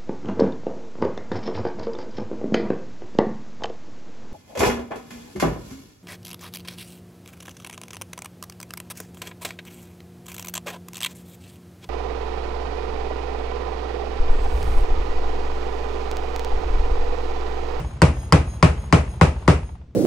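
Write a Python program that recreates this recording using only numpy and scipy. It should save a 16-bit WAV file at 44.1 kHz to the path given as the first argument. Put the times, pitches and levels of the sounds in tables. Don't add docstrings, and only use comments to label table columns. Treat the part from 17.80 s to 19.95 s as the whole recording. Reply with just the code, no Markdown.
import sys
import numpy as np
from scipy import signal
from scipy.fft import rfft, irfft
from scipy.io import wavfile

SR = 44100
rng = np.random.default_rng(int(sys.argv[2]) if len(sys.argv) > 2 else 0)


def store_pcm(level_fs):
    pcm = np.round(np.clip(level_fs, -1, 1) * 32767).astype(np.int16)
    wavfile.write(sys.argv[1], SR, np.atleast_2d(pcm).T)


N = 94815
T = np.arange(int(.7 * SR)) / SR


def amp(db):
    return 10 ** (np.asarray(db) / 20)


def fade(t60_s):
    return np.exp(-np.log(1000) * T / t60_s)


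def rise(seconds):
    return 1 - np.exp(-T / seconds)


def mode(hz, db, t60_s, turns=0):
    return amp(db) * fade(t60_s) * np.sin(2 * np.pi * (hz * T + turns))


def delayed(sound, lag_s):
    return np.interp(T - lag_s, T, sound)


def read(table, hz, column=1):
    columns = np.transpose(table)
    return np.interp(np.log(hz + 1), np.log(columns[0]), columns[column])


def pan(left_db):
    return amp([[left_db], [-left_db]])


def add(mix, start_s, sound):
    at = round(start_s * SR)
    sound = sound[..., max(-at, 0):]
    part = mix[:, max(at, 0):][:, :sound.shape[-1]]
    part += sound[..., :part.shape[1]]


def noise(table, size, width, central_hz=434):
    hz = np.fft.rfftfreq(size, 1 / SR)
    mid, side = rfft(rng.standard_normal((2, size))) * amp(read(table, hz))
    side = side * width * hz ** 2 / (hz ** 2 + central_hz ** 2)
    stereo = irfft(np.array([mid + side, mid - side]), size)
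    return stereo / stereo.std()


# frequency_hz, density_db
RUMBLE_SPECTRUM = [(20, -2), (60, -9.5), (130, -1), (250, -14), (500, -24), (1000, -35), (2500, -42),
                   (6000, -48.5), (11000, -70), (16000, -67)]


def room_rumble():
    return amp(-47.5) * noise(RUMBLE_SPECTRUM, N, width=.4)


# pitch_hz, level_db
STEEL_TONES = [(3273, -63.5), (4030, -64.5), (5044, -64.5), (5206, -70.5), (6223, -64.5), (6584, -53),
               (8118, -62.5), (9705, -54.5), (11860, -72.5), (13240, -75)]


def steel_ring(full_at_s=.195, turn_up_s=.065, turn_down_s=.07, flutter_db=3.5, flutter_step_s=.006):
    gap_gain = np.exp(-((T - full_at_s) / np.where(T < full_at_s, turn_up_s, turn_down_s)) ** 2)
    out = 0
    for hz, db in STEEL_TONES:
        turns = rng.random() + .41 * rng.random((2, 1))
        steps = rng.standard_normal(128)
        flutter = np.interp(T / flutter_step_s, np.arange(len(steps)), steps)
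        out += amp(db + flutter_db * flutter) * np.sin(2 * np.pi * (hz * T + turns))
    return gap_gain * out


# frequency_hz, density_db
TAP_SPECTRUM = [(426.5, -16), (853, 0), (1390, -15), (2800, -22), (6000, -42), (16000, -70)]


def rocking(first_s=.1505, every_s=.0615, first_db=-32.5, step_db=-4.5):
    out = np.zeros((2, len(T)))
    for k in range(4):
        tap = rise(.0006) * fade(.045) * noise(TAP_SPECTRUM, len(T), width=1)
        add(out, first_s + k * every_s, amp(first_db + k * step_db) * tap)
    return out


# frequency_hz, density_db
SHUDDER_SPECTRUM = [(40, -14), (100, 8), (185, -0.5), (260, -13), (380, -10.5), (600, -17), (1000, -18),
                    (1600, -27), (2800, -30), (4500, -37), (9000, -43.5), (12000, -78), (16000, -79.5)]


def bench_shudder(hold_s, release_s=.1):
    envelope = rise(.013) / (1 + np.exp((T - hold_s) / release_s))
    return amp(-35.5) * pan(-.05) * envelope * noise(SHUDDER_SPECTRUM, len(T), width=.78)


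# pitch_hz, level_db, t60_s
TOOL_MODES = [(282.5, -22.5, 0.21), (419.2, -22, 0.22), (492, -23, 0.24), (623.6, -23.5, 0.27),
              (841, -28.5, 0.18), (905, -25.5, .15), (964, -35.5, .17), (1168, -38.5, 0.078),
              (1270, -27.5, 0.24), (1996, -41, 0.38), (2340, -34.5, .22), (2480, -34, .22),
              (2750, -49, 0.33), (2960, -48.5, 0.34)]


def tool_rings(vary_db=1.2, detune=.005):
    out = 0
    for hz, db, t60_s in TOOL_MODES:
        strength, mistuning, phase_gap = rng.standard_normal(3)
        turns = rng.random() + phase_gap * np.array([[0], [.11]])
        out += mode(hz * (1 + detune * mistuning), db + vary_db * strength, t60_s, turns)
    return pan(7) * rise(.007) * out


# frequency_hz, density_db, t60_s
RATTLE_BANDS = [(100, -25.5, 0.34), (184, -7, 0.4), (250, -1.5, 0.26), (556, -2.5, 0.26),
                (1208, -9.5, 0.25), (1680, -15.5, 0.27), (2590, -16.5, 0.29), (3340, -23, 0.23),
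                (5670, -28.5, 0.27), (8200, -32, 0.27), (10180, -38, 0.35), (12500, -60.5, 0.24),
                (16000, -93, .1)]


def tool_rattle():
    hz, age_s, bands = signal.stft(noise(RATTLE_BANDS, len(T), width=.93), SR, nperseg=256)
    t60_s = read(RATTLE_BANDS, hz, column=2)[:, None]
    _, dying = signal.istft(bands * np.exp(-np.log(1000) * age_s / t60_s), SR, nperseg=256)
    return amp(-10.5) * pan(.1) * rise(.004) * dying[:, :len(T)]


def bench_bounce(first_s=.081, every_s=.0855, width_s=.019, pitch_hz=67.8, first_db=-16, step_db=-5.5):
    out = 0
    for k in range(6):
        t = T - first_s - k * every_s
        pulse = np.exp(-(t / width_s) ** 2) * np.cos(2 * np.pi * pitch_hz * t)
        out += amp(first_db + k * step_db) * pulse
    return out


# pitch_hz, level_db, t60_s
BENCH_MODES = [(50.2, -9, 0.7), (77.9, 4.5, 0.27), (127.8, 4, 0.24), (153.3, 7.5, 0.18), (163.8, 2, 0.22)]


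def bench_boom(choke_at_s=.031, choke_s=.002, choke_db=-12.5):
    contact = 1 / (1 + np.exp((T - choke_at_s) / choke_s))
    choke = amp(choke_db) + (1 - amp(choke_db)) * contact
    boom = rise(.041) * sum(mode(hz, db, t60_s) for hz, db, t60_s in BENCH_MODES)
    return choke * delayed(boom, .0023)


def bench_thud(peak_s=.005603, pitch_at_peak_hz=394, spread=.39):
    age = np.maximum(T / peak_s, 1e-3)
    wave = np.cos(2 * np.pi * pitch_at_peak_hz * peak_s * (1 - 1 / age))
    envelope = np.exp(-(np.log(age) / spread) ** 2)
    return pan(2) * envelope * wave


# pitch_hz, level_db, t60_s
PUNCH_MODES = [(3055, -20.5, .025), (4540, -8, 0.0044), (5000, -7.5, 0.0074), (6270, -20.5, 0.008),
               (7100, -27.5, 0.021), (8170, -23.5, 0.0077)]


def punch_clink():
    clink = sum((-1) ** k * mode(hz, db, t60_s) for k, (hz, db, t60_s) in enumerate(PUNCH_MODES))
    return np.array([clink, delayed(clink, .00002)])


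# frequency_hz, density_db
TICK_SPECTRUM = [(300, -20), (1200, 22), (2800, -5.5), (3600, -11.5), (4900, -2.5), (6000, 0), (8500, 0),
                 (11000, -15.5), (14000, -21), (16000, -45)]


def contact_tick():
    return amp(-12.5) * rise(.0001) * fade(.0098) * noise(TICK_SPECTRUM, len(T), width=.27)


# pitch_hz, level_db, t60_s
MALLET_MODES = [(357, -20, 0.13), (509, -8.5, 0.045), (832, -12, 0.035), (1049, -4, 0.043),
                (1384, -10.5, 0.02), (1865, -13, 0.013), (2164, -10, 0.01), (2460, -27, 0.016),
                (2805, -26, 0.015)]


def mallet_knock(tilt_db_per_octave, detune=.012):
    knock = 0
    for k, (hz, db, t60_s) in enumerate(MALLET_MODES):
        pitch_hz = hz * (1 + detune * rng.standard_normal())
        level_db = db + tilt_db_per_octave * np.log2(hz / 1000)
        knock += (-1) ** k * mode(pitch_hz, level_db, t60_s)
    knock *= rise(.0006)
    return pan(4) * np.array([knock, delayed(knock, .00004)])


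# start_s, bench_db, thud_db, knock_db,
# tilt_db_per_octave, clink_db, tick_db, tools_db, steel_db
BLOW_GAINS = [(-.104, 1, -12, -13, -2, -10, 0, 0.5, -4), (.2185, 1.5, -13.5, -1.5, 1.5, -0.5, 8.5, -1, 3.5),
              (.5238, 1, -22, -4.5, 3, 2, 9, -0.5, 2.5), (.8268, 1, -9.5, -1, 6.5, -3.5, -0.5, -0.5, -1.5),
              (1.1255, 0, -13, -3.5, 7, -5.5, 2, 0, -1.5),
              (1.412, 0.5, -5, -0.5, 6.5, -14.5, -0.5, -1, -9.5),
              (1.6783, 0, -4.5, -2.5, 4.5, -10.5, 0, -1, -8.5)]


def scene(echo_s=.0052, echo_db=-14.5):
    mix = room_rumble()
    boom_and_bounce = pan(.32) * (bench_boom() + bench_bounce())
    for k, blow in enumerate(BLOW_GAINS):
        start_s, bench_db, thud_db, knock_db, tilt, clink_db, tick_db, tools_db, steel_db = blow
        is_last = k == len(BLOW_GAINS) - 1
        strike = amp(knock_db) * mallet_knock(tilt)
        strike += amp(clink_db) * punch_clink() + amp(tick_db) * contact_tick()
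        shudder = bench_shudder(hold_s=.15 if is_last else .4)
        bench = amp(thud_db) * bench_thud() + amp(bench_db) * (boom_and_bounce + shudder)
        tools = amp(tools_db) * (tool_rattle() + tool_rings() + rocking())
        add(mix, start_s, strike + bench + tools + amp(steel_db) * steel_ring())
        add(mix, start_s + echo_s, amp(echo_db) * pan(-11) * strike)
    return mix


def record(dry, ceiling=.87, edge_hz=16400):
    rounded = dry / (1 + (dry / ceiling) ** 6) ** (1 / 6)
    lowpass = signal.firwin(255, edge_hz, window=("kaiser", 9), fs=SR)
    return signal.oaconvolve(rounded, lowpass[None], "same")


dry = scene()
out = record(dry)
store_pcm(out)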